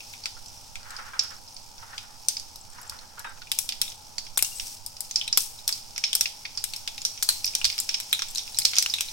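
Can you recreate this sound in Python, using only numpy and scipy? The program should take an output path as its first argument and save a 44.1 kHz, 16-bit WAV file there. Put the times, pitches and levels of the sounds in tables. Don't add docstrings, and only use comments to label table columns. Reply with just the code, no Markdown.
import sys
import numpy as np
from scipy import signal
from scipy.fft import rfft, irfft, next_fast_len
from scipy.io import wavfile
from scipy.ndimage import uniform_filter1d, map_coordinates

SR = 44100
rng = np.random.default_rng(int(sys.argv[2]) if len(sys.argv) > 2 else 0)


def invert_db(level):
    return 10 ** (np.asarray(level, dtype=float) / 20)


def wrap_up_sound(samples):
    columns = np.atleast_2d(samples).T
    tamed = np.clip(columns, -1, 1)
    steps = np.round(tamed * 32767).astype(np.int16)
    wavfile.write(sys.argv[1], SR, steps)


N = 402191

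# t/s, ring peak level/dB, bubble re ring/dB, crack re ring/dB, pocket f/Hz
HEAVY = [
    (4.3744, -17.5, -6, 3.5, 6560),
    (4.4249, -15.5, -10.5, 7, 5440),
    (5.374, -10, -11, 4, 5320),
]
JET_S, JET_RISE_S, JET_FALL_S = 4.61, 0.083, 0.099
HISS_TOP_HZ = 15850
LOW_POCKET_HZ, LOW_POCKET_DB = 4200, 5


def unit(x):
    return x / np.sqrt(np.mean(x ** 2) + 1e-20)


def along(points, hz):
    f, v = np.transpose(points)
    return np.interp(np.log(hz + 1), np.log(f + 1), v)


def curve(rows):
    s, db = np.transpose(rows)
    return np.interp(np.arange(N) / SR, s, db, left=-120, right=-120)


def wobble(rate_hz):
    knots = rng.standard_normal(int(N * rate_hz / SR) + 4)
    return map_coordinates(knots, [np.arange(N) * rate_hz / SR])


def bump(centre_s, rise_s, fall_s):
    t = np.arange(N) / SR - centre_s
    return np.exp(-(t / np.where(t < 0, rise_s, fall_s)) ** 2)


def filtered(x, response):
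    m = next_fast_len(N + SR // 2)
    return irfft(rfft(x, m) * response(np.fft.rfftfreq(m, 1 / SR)), m)[..., :N]


def resonance(f, centre_hz, width_hz):
    return 1j * f * width_hz / (centre_hz ** 2 - f * f + 1j * f * width_hz)


def band_noise(shape, centre_hz, width_hz):
    return unit(filtered(rng.standard_normal(shape), lambda hz: resonance(hz, centre_hz, width_hz) ** 2))


def causal(gain_db):
    cep = irfft(gain_db * np.log(10) / 20)
    half = cep.shape[1] // 2
    cep = np.concatenate([cep[:, :1], 2 * cep[:, 1:half], 0 * cep[:, half:]], axis=1)
    return irfft(np.exp(rfft(cep)))[:, :half]


def pair(left_right, spectrum):
    # f/Hz, correlation [-1..1]
    alike = [(60, 0.11), (150, 0.75), (380, 0.52), (950, 0.26), (2380, -0.1), (5980, 0.76), (15000, 0.18)]

    def mid_side_gain(hz):
        turn = np.arccos(np.clip(along(alike, hz), -1, 1)) / 2
        return invert_db(along(spectrum, hz)) * [np.cos(turn), np.sin(turn)]

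    mid, side = filtered(left_right, mid_side_gain)
    return unit(np.array([mid + side, mid - side]))


def chirps(levels_db, pitch_hz, t60, glide):
    t = np.arange(int(SR * t60)) / SR
    phase = 2 * np.pi * pitch_hz[:, None] * (t + glide * t * t / 2)
    return np.sin(phase) * invert_db(levels_db[:, None] - 60 * t / t60) * (1 - np.exp(-t / 0.0011))


def fading(count, t60, rise):
    t = np.arange(int(SR * t60 * .8)) / SR
    shape = invert_db(-60 * t / t60) * (1 - np.exp(-t / rise))
    rows = rng.standard_normal((count, 2, len(t))) * shape
    return rows / np.linalg.norm(rows, axis=2, keepdims=True)


def placed(times, rows):
    where = (times * SR).astype(int)[:, None] + np.arange(rows.shape[1])
    return np.bincount(where.ravel(), rows.ravel(), N + rows.shape[1])[:N]


def bursts():
    # t/s, ring peak level/dB, bubble re ring/dB, crack re ring/dB, steam pocket f/Hz
    deep = [(0.2568, -17.5, -7.5, -12, 4860), (0.7556, -21.5, -11.5, -14, 2440),
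            (4.182, -15, -15, -14.5, 4630), (5.327, -8, -20, -22, 5210), (5.691, -19.5, -4.5, -3, 5500),
            (8.861, -20, -3.5, -6.5, 5700), (5.9606, -22.5, -4, -29, 5380), (5.979, -18, -12, -8, 5550),
            (6.4531, -19.5, 0.5, -39, 4550), (6.574, -14, -19, -21.5, 4930),
            (7.2256, -13, -13.5, -4.5, 4580), (7.2894, -3.5, -17.5, -5.5, 4193),
            (7.614, -22, -6, -12, 2670), (7.983, -27, -20, -18, 5230), (6.152, -13.5, -15.5, 1, 5400),
            (8.1478, -22, -11, -9, 3950), (8.192, -19.5, -5, -11, 5750), (8.2201, -16.5, -4.5, -12, 5470),
            (8.734, -17.5, -1, -20, 4500), (8.7748, -16, -6, -14, 5060), (8.8984, -13.5, -24, -28, 4930)]
    # t/s, ring peak level/dB, bubble re ring/dB, crack re ring/dB, steam pocket f/Hz
    loud = [(6.876, -21, -3, -6.5, 5100), (1.193, -6, -17.5, -21.5, 5350), (2.2844, -10, -16, -10, 6100),
            (3.5169, -17, -4, 0, 5070), (3.5881, -18, -10, 5.5, 5800), (3.8156, -13.5, -4.5, 0, 5690),
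            (5.1584, -5, -21, -17, 5170), (5.7254, -12, -22, -17, 4830), (6.039, -6, -8.5, -21, 5330),
            (6.13, -10.5, -12, -10.5, 3210), (4.378, -24, -20, 12, 6000), (8.1285, -15, 0, -0.5, 3870),
            (6.2097, -10, -10, -3.5, 5650), (7.0508, -10, -16, -8, 5740), (7.444, -12, -19, -9.5, 5350),
            (7.551, -10.5, -13.5, -7.5, 5820), (7.644, -6.5, -13.5, -13.5, 4690),
            (7.652, -9, -7.5, -7.5, 5130), (7.891, -12, -6, -12.5, 5430), (7.9426, -10.5, -9, -19, 5300),
            (8.587, -13.5, -12.5, 1, 4960), (8.6508, -12, -6.5, -5, 5450), (8.6529, -5.5, -15.5, -11, 4370),
            (8.7887, -23, -11, -8, 5760), (8.7842, -4.5, -14.5, -7.5, 6130), (8.8251, -14, -10.5, -5, 5300),
            (5.678, -13.5, -12.5, 0.5, 5360), (8.9381, -10, -10, -10, 3830)]
    # t/s, ring peak level/dB, crack re ring/dB, steam pocket f/Hz
    wet = [(.004, -33.5, -27, 2570), (7.535, -34.5, -25, 2520), (.1367, -33.5, -7, 2280),
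           (1.236, -40, 4.5, 5250), (1.9796, -22.5, -13, 4820), (3.4186, -30.5, -25, 4600),
           (3.4705, -37, -22, 2630), (3.6908, -18.5, -5, 5160), (3.722, -19.5, -27, 4620),
           (3.8793, -31, -8, 3820), (3.9194, -33.5, -11, 5530), (4.2662, -29.5, -28, 5440),
           (4.391, -24.5, 3, 2490), (4.5977, -22, -8, 5740), (5.2126, -20, -15, 3080),
           (5.2778, -22.5, -8, 3960), (6.2571, -15, -19, 4980), (6.6403, -22, 4.5, 5300),
           (6.736, -22.5, -7, 4400), (6.9793, -25.5, -8, 5170), (7.1751, -26.5, -25, 5740),
           (7.6993, -16.5, -28, 4320), (7.726, -22.5, -26, 5130), (7.78, -22, -6, 5030),
           (8.0012, -24, 0, 5700), (8.2848, -34.5, -1, 7660), (8.3923, -28.5, -17, 3620),
           (8.4771, -31, -8, 5200), (8.7665, -17, -9, 5100), (8.9845, -24, -9, 2600), (9.008, -17, 0, 5950),
           (9.0854, -26, -22, 4120)]
    # t/s, ring peak level/dB, crack re ring/dB, steam pocket f/Hz
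    dry_husks = [(.2374, -21.5, -29, 4640), (.9058, -31, -6, 7900), (.965, -24, -17, 5060),
                 (1.4765, -30, -31, 5250), (1.5655, -23.5, -23, 4590), (2.368, -15.5, -21, 5050),
                 (2.3977, -26.5, -9, 4840), (2.5585, -32, -2.5, 5300), (2.8963, -25, -4.5, 5200),
                 (3.1942, -31, -1, 5760), (4.4468, -19, -7.5, 6400), (4.8629, -26.5, 3, 5100),
                 (5.0063, -25.5, 5, 5100), (5.1108, -19, -10.5, 6450), (5.1403, -32, -27, 5640),
                 (5.405, -24, -2, 5740), (5.5887, -27, -19, 3860), (6.5515, -31, -34, 5600),
                 (6.7622, -24.5, -2.5, 5330), (7.4648, -18.5, -18, 5040), (7.476, -12.5, -31, 5500),
                 (7.801, -22, 6.5, 7200), (8.3493, -23, -7, 6700), (8.3577, -15.5, -11, 4120),
                 (8.3739, -20.5, -8, 5240), (8.3814, -15, -9, 5940), (8.545, -21, -14, 4130),
                 (8.5714, -20, -19, 5450), (8.6188, -13.5, -34, 4240), (8.755, -13.5, -15, 6570)]
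    # t/s, ring peak level/dB, crack re ring/dB, steam pocket f/Hz
    ticks = [(0.46, -36, -7, 5300), (0.83, -36, -12, 4800), (1.7799, -31.5, -20, 5800),
             (2.815, -48, 11, 5800), (3.375, -36, -20, 2500), (2.9885, -30, -20, 4300),
             (3.9, -27, -20, 6600), (4.967, -30, -13, 5000), (5.0477, -37, -18, 5200),
             (5.9074, -38, -9, 5200), (7.4555, -37, 15, 13000), (7.2605, -48, 4, 12000),
             (7.2302, -22, 5.5, 6500), (7.0173, -24, -10.5, 7200), (6.48, -34, -20, 4500),
             (8.113, -30, -12, 4650), (8.311, -43.5, 8.5, 8200), (2.2855, -20, 2, 8700),
             (7.3, -37, 9, 12400), (7.788, -14, -16, 5100)]
    small = []
    for rows, bubble_db in ((wet, -3.5), (dry_husks, -16), (ticks, -14)):
        small += [(s, db, bubble_db, crack, hz) for s, db, crack, hz in rows]
    s, db, bubble, crack, pocket_hz = np.transpose(HEAVY + deep + loud + small)
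    kind_db = np.repeat([-4.5, -2.5, -12], [len(HEAVY), len(deep), len(loud + small)])
    thud = kind_db + 0.28 * crack + 0.72 * bubble
    return s, db, thud, bubble, crack, pocket_hz


def burst_colour(hz, db, thud, bubble, crack, pocket_hz):
    # f/Hz, level re its part/dB
    part_colour = [(60, -34), (500, -8.5), (1400, 8), (2300, -2), (3500, 11.5), (4500, 1.5), (5400, 3),
                   (6500, -0.5), (7800, 2), (9600, -2.5), (11000, -3.5), (13000, 0), (16000, -13.5)]
    knots_hz, knots_db = np.transpose(part_colour)
    low_db = LOW_POCKET_DB * (pocket_hz < LOW_POCKET_HZ)[:, None]
    parts = np.repeat([thud, bubble, 0 * db, crack], [3, 2, 3, 5], axis=0).T + knots_db
    parts[:, [4, 5, 7]] += 0.27 * np.minimum(crack + 8, 0)[:, None]
    parts[:, 5:8] -= low_db
    parts[:, -3:] += 1.06 * np.minimum(crack + 4, 0)[:, None]
    colour = np.array([along(np.transpose([knots_hz, p]), hz) for p in parts]) + db[:, None]
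    colour += (8 + low_db) * np.exp(-((hz - pocket_hz[:, None]) / 400) ** 2)
    colour += 8 * np.exp(-((hz - 2373) / 360) ** 2)
    husk = uniform_filter1d(rng.standard_normal(colour.shape), size=12, axis=1)
    colour += 1.1 * unit(husk)
    colour[:len(HEAVY)] += 16 / (1 + (hz / 506) ** 2)
    return colour


def puffs(crack, wall_s, wall_db):
    puff = fading(len(crack), t60=.009, rise=.0003)
    t = np.arange(puff.shape[2]) / SR
    swell_s = 0.00019 * invert_db(-.6 * np.minimum(crack, 0))[:, None, None]
    puff *= 1 - np.exp(-t / swell_s)
    puff /= np.linalg.norm(puff, axis=2, keepdims=True)
    puff = 0.43 * puff[:, :1] + 1.785 * puff
    puff[:, :, 2] += 1.09 * invert_db(0.5 * np.minimum(crack, 4))[:, None]
    late = int(wall_s * SR)
    direct = np.pad(puff, [(0, 0), (0, 0), (0, late)])
    return direct + invert_db(wall_db) * np.pad(puff, [(0, 0), (0, 0), (late, 0)])


def falling_drops(count):
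    drops = fading(count, t60=.06, rise=.003)
    lumps = np.repeat(rng.standard_normal((count, 1, 200)), 48, axis=2)[..., :drops.shape[2]]
    return drops * invert_db(1 + 3 * lumps)


def gulps():
    # t/s, level/dB, f/Hz
    big_bubbles = [(.2571, -11.5, 2330), (0.7587, -23, 2380), (4.3748, -18, 780), (4.425, -24, 605),
                   (4.425, -30, 1250), (7.288, -20, 1250), (5.374, -23, 553), (5.374, -14, 1900),
                   (5.327, -29, 1000), (5.374, -11.5, 1080), (5.213, -19, 2670), (6.452, -13.5, 2160),
                   (6.876, -20, 2400), (2.2848, -7, 8350), (2.285, -16, 5300), (8.787, -17, 3600),
                   (8.825, -22, 3000), (5.979, -12, 2090), (6.038, -8, 2260), (6.2565, -7, 2400),
                   (7.226, -34, 1300), (7.288, -21, 860), (7.4457, -14, 2370), (7.653, -31, 1490),
                   (8.617, -20, 2200), (8.732, -27, 1390), (8.861, -4.5, 2600)]
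    s, db, hz = np.transpose(big_bubbles)
    return placed(s, chirps(db, hz, t60=0.0086, glide=50))


def pips():
    # t/s, level/dB, f/Hz
    snaps = [(.3524, -41, 5200), (.4833, -38, 5940), (.481, -45, 7600), (.5726, -42, 5640),
             (.6774, -54, 8000), (1.3653, -39.5, 5440), (1.5254, -45, 5800), (1.5439, -45, 9150),
             (1.6284, -49, 7600), (2.0724, -48, 5670), (2.16, -47, 4900), (2.2498, -42, 5470),
             (2.612, -41, 7660), (2.7003, -47, 8500), (2.7312, -44, 7500), (2.802, -45, 6800),
             (2.8295, -42, 7600), (2.8769, -40, 7440), (3.2934, -45, 8000), (3.9564, -48, 8000),
             (4.3605, -36, 5500), (4.6684, -39, 5620), (5.8262, -39.5, 4870), (7.0104, -35, 5430),
             (8.0444, -51, 5060), (8.1474, -34, 7200), (8.3024, -35, 7490), (8.5214, -44, 9800),
             (5.406, -29, 6160), (5.279, -29, 5430), (6.131, -25, 5300), (7.176, -36, 5680)]
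    s, db, hz = np.transpose(snaps)
    return placed(s, chirps(db + 10.5, hz, t60=0.014, glide=0))


def pops():
    # f/Hz, level/dB
    kitchen = [(300, -31), (1500, -10), (3000, -4.5), (5400, -4.5), (9000, -10.5), (16000, -14.5)]
    # f/Hz, left lead [rad]
    lead = [(300, 0), (900, .6), (1700, 1.6), (3600, 1.6), (4700, 0), (16000, 0)]
    wall_s, wall_db = 0.0037, -11.5
    s, db, thud, bubble, crack, pocket_hz = bursts()
    sings_db = -0.1 * np.minimum(crack + 8, 0)
    hz = np.fft.rfftfreq(1024, 1 / SR)
    colour = burst_colour(hz, db - sings_db, thud, bubble, crack, pocket_hz)
    puff = puffs(crack, wall_s, wall_db)
    drops = falling_drops(len(s))
    echo = fading(len(s), t60=0.36, rise=0.0022)

    near = causal(colour + 12)[:, None]
    loss_db = np.where(pocket_hz < LOW_POCKET_HZ, 1.5, 0.5)[:, None]
    tail = colour + sings_db[:, None] - loss_db * np.exp(-((hz - pocket_hz[:, None]) / 500) ** 2)
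    tail -= 20 * (hz > HISS_TOP_HZ)
    room = along(kitchen, hz)
    wet = causal(tail + 12 + room * 0.066)[:, None]
    far = causal(tail + 18 + room - 0.5 * np.exp(-((hz - 5300) / 390) ** 2))[:, None]

    song_db = np.where(pocket_hz < 4000, db + bubble - 9.0, db + 1.2 * sings_db) - 4.0
    glide = np.clip(5000 - pocket_hz, 0, 1500)[:, None] / 40
    song = chirps(song_db, pocket_hz * .96, t60=0.016, glide=glide)
    out = (placed(s, song) + invert_db(wall_db) * placed(s + wall_s, song)) * np.ones((2, 1))
    out += gulps() + pips()

    def size(v):
        return np.linalg.norm(v, axis=2, keepdims=True)

    for noise, response in ((puff, near), (drops, wet), (echo, far)):
        rows = signal.fftconvolve(noise, response, axes=2)
        rows *= size(noise) * size(response) / size(rows)
        out += [placed(s, rows[:, 0]), placed(s, rows[:, 1])]
    return filtered(out, lambda f: np.exp(.5j * along(lead, f) * np.array([[1], [-1]])))


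def bubbling():
    # t/s, fizz level/dB
    heat_db = [(0, -51.5), (.3, -53.5), (.8, -56), (2.5, -56), (4.2, -56.5), (5.6, -54.5), (6.5, -53),
               (7.3, -51.5), (8.2, -49), (9.12, -47.5)]
    s, db, _, _, crack, _ = bursts()
    t = np.arange(SR // 2) / SR
    settle = invert_db(-120 * t / 0.45) * (1 - np.exp(-t / 0.017))

    def stir(level_db):
        return np.abs(signal.fftconvolve(placed(s, invert_db(2 * level_db)[:, None]), settle)[:N])

    heat = invert_db(2 * curve(heat_db))
    vent = bump(JET_S, JET_RISE_S, JET_FALL_S)
    fizz = heat + stir(db - 34.5) + invert_db(2 * -47.5) * vent
    hiss = heat * invert_db(2 * -3) + stir(db + crack - 26) + invert_db(2 * -44) * vent
    return 10 * np.log10([fizz, hiss])


def sizzle():
    # f/Hz, density level/dB
    fizz_colour = [(1180, -17.5), (2000, -12.5), (2440, -5.5), (2880, -6), (3940, -5), (5490, 4.5),
                   (7120, -8), (8190, -13), (9920, -17.5), (10900, -20.5), (13800, -17), (14900, -27),
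                   (16000, -12)]
    fizz_db, hiss_db = bubbling()
    flicker = invert_db(1.6 * wobble(250) + .9 * wobble(12))
    noise = pair(flicker * rng.standard_normal((2, N)), fizz_colour)
    noise = filtered(noise, lambda hz: hz < HISS_TOP_HZ)
    low = filtered(noise, lambda hz: 1 / (1 + (hz / 7300) ** 12))
    draw = rng.random((900, 4))
    s = draw[:, 0] * (N - 1) / SR
    size_db = fizz_db[(s * SR).astype(int)] + 1.5 - 2.5 * np.log(draw[:, 1] + .03)
    crackle = chirps(size_db, 4000 * 1.6 ** draw[:, 2], t60=.004, glide=0)
    side = invert_db(8.1 * (draw[:, 3:] + 1.0))
    crackles = invert_db(10) * np.array([placed(s, crackle * side), placed(s, crackle / side)])
    return invert_db(fizz_db + 4.0) * unit(low) + invert_db(hiss_db) * unit(noise - low) + crackles


def flame():
    # f/Hz, density level/dB
    flame_colour = [(12, -3.5), (20, -16.5), (33, -16), (98, -13), (149, -17), (174, -21), (220, -19.5),
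                    (360, -28.5), (513, -23.5), (703, -21), (850, -11.5), (1130, -26.5), (1240, -23.5),
                    (1430, -26), (2200, -46), (2860, -74), (4840, -120)]
    # t/s, length/s, level/dB
    handling = [
        (0.452, 0.11, -54),
        (0.77, 0.043, -47.5),
        (2.937, 0.029, -49),
        (4.42, 0.046, -52),
        (4.616, 0.034, -46.5),
        (7.467, 0.1, -54),
        (7.653, 0.034, -40),
    ]
    noise = pair(rng.standard_normal((2, N)), flame_colour)
    low = filtered(noise, lambda hz: 1 / (1 + (hz / 160) ** 6))
    deep = unit(filtered(low, lambda hz: 1 / (1 + (hz / 70) ** 4)))
    bumps = sum(invert_db(db) * bump(s, length_s, length_s) for s, length_s, db in handling) * deep
    hum = invert_db(1.5 + 0.73 * wobble(3.13)) * band_noise(N, 91.1, 19.0) + invert_db(-12.5) * band_noise(N, 242.5, 26)
    hum *= invert_db(-66 - 0.1 * np.arange(N) / SR)
    roar = invert_db(-53.5 + 0.28 * wobble(3.08)) * (noise - low)
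    rumble = invert_db(-59.5 - wobble(4.9)) * unit(low)
    return hum + roar + rumble + bumps


def draught():
    return invert_db(-55) * band_noise(N, 7.6, 7.6)


def bowls():
    # f/Hz, width/Hz, level/dB
    counter = [(516, 110, -6.5), (910, 340, -1.5), (1370, 360, 3), (1720, 570, -0.5), (2300, 2600, -9)]
    # t/s, peak level/dB, f/Hz
    knocks = [(.83, -55, 1370), (.859, -42, 1390), (.9055, -42, 1420), (.957, -40, 1440),
              (1.022, -41, 1410), (1.282, -51, 1540), (3.173, -39, 1270), (3.2, -36, 1680),
              (3.245, -30.5, 2570), (3.25, -34, 925), (3.272, -34, 1570), (.368, -36.5, 1400),
              (0.988, -28.5, 1335), (1.134, -27.5, 1560), (1.31, -37, 1370), (1.791, -45, 930),
              (1.826, -32, 910), (1.931, -33, 1830), (2.782, -34, 980), (2.92, -38, 1140),
              (3.18, -30.5, 1420), (3.245, -27.5, 1680), (3.417, -34, 1460)]
    # t/s, f/Hz, level/dB, t60/s
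    rings = [
        (3.258, 3740, -46.5, .24),
        (4.45, 3100, -42, .1),
        (3.27, 1570, -42, .25),
        (4.443, 2800, -36, .12),
        (4.518, 2800, -41, .12),
        (4.555, 8050, -36, .15),
    ]
    # start t/s, fastest t/s, stop t/s, level/dB
    slides = [
        (0.8, 0.953, 1.39, -52),
        (1.782, 1.938, 2.17, -58),
        (2.686, 2.857, 3.19, -57.5),
        (3.202, 3.296, 3.39, -55.5),
    ]

    def body(f):
        return sum((-1) ** k * invert_db(db) * resonance(f, c, w) ** 2 for k, (c, w, db) in enumerate(counter))

    drag = 0
    for start_s, fastest_s, stop_s, db in slides:
        ends_db = db - 9.5
        drag = drag + invert_db(curve([(start_s, ends_db), (fastest_s, db), (stop_s, ends_db)]))
    drag = uniform_filter1d(drag * invert_db(6.5 + 3 * wobble(45)), size=400)
    s, db, pitch_hz = np.transpose(knocks)
    rattle = placed(s, invert_db(db[:, None] - 11.5 - 60 * np.arange(SR // 8) / SR / 0.1))
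    noise = unit(filtered(rng.standard_normal((2, N)), body))
    knock = placed(s, chirps(db - 6.5, pitch_hz, t60=0.071, glide=0))

    draw = rng.random((1200, 3))
    at = draw[:, 0] * 3.5
    grain_db = 2 - 3 * np.log(draw[:, 1] + 0.032)
    grains = chirps(grain_db, 1400 * 1.66 ** (draw[:, 2] - .5), t60=0.0093, glide=0)
    grit = placed(at, drag[(at * SR).astype(int)][:, None] * grains)
    ring = 0
    for t_s, hz, level_db, t60 in rings:
        ring = ring + placed(np.array([t_s]), chirps(np.array([level_db]), np.array([hz]), t60, glide=0))
    return (drag + rattle) * noise + knock + ring + grit


def jet():
    # f/Hz, width/Hz, level/dB
    whistle = [(8070, 300, -54), (15000, 500, -61)]
    bands = sum(invert_db(db + 3.3 * wobble(40)) * band_noise((2, N), c, w) for c, w, db in whistle)
    return np.sqrt(bump(JET_S, JET_RISE_S, JET_FALL_S)) * bands


def scene():
    return pops() + sizzle() + flame() + draught() + bowls() + jet()


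def low_pass(x):
    return signal.sosfilt(signal.butter(12, 16780, fs=SR, output="sos"), x)


def record(dry):
    # f/Hz, left minus right level/dB
    port_colour = [(60, -13.5), (99, -4), (160, 0.5), (270, -4.5), (450, -0.5), (740, -2.5), (1220, -2),
                   (2010, 0.5), (3330, 1.5), (5500, -6), (9080, 17), (15000, 5)]
    sign = np.array([[1], [-1]])
    ports = filtered(dry, lambda hz: invert_db(along(port_colour, hz) / 2 * sign) / (1 + (hz / 16500) ** 90))
    ports = filtered(ports, lambda hz: invert_db(-3.5 * np.exp(-((hz - 11100) / 320) ** 2)))
    return low_pass(np.clip(ports, -1.1, 1.1))


dry = scene()
out = record(dry)
wrap_up_sound(out)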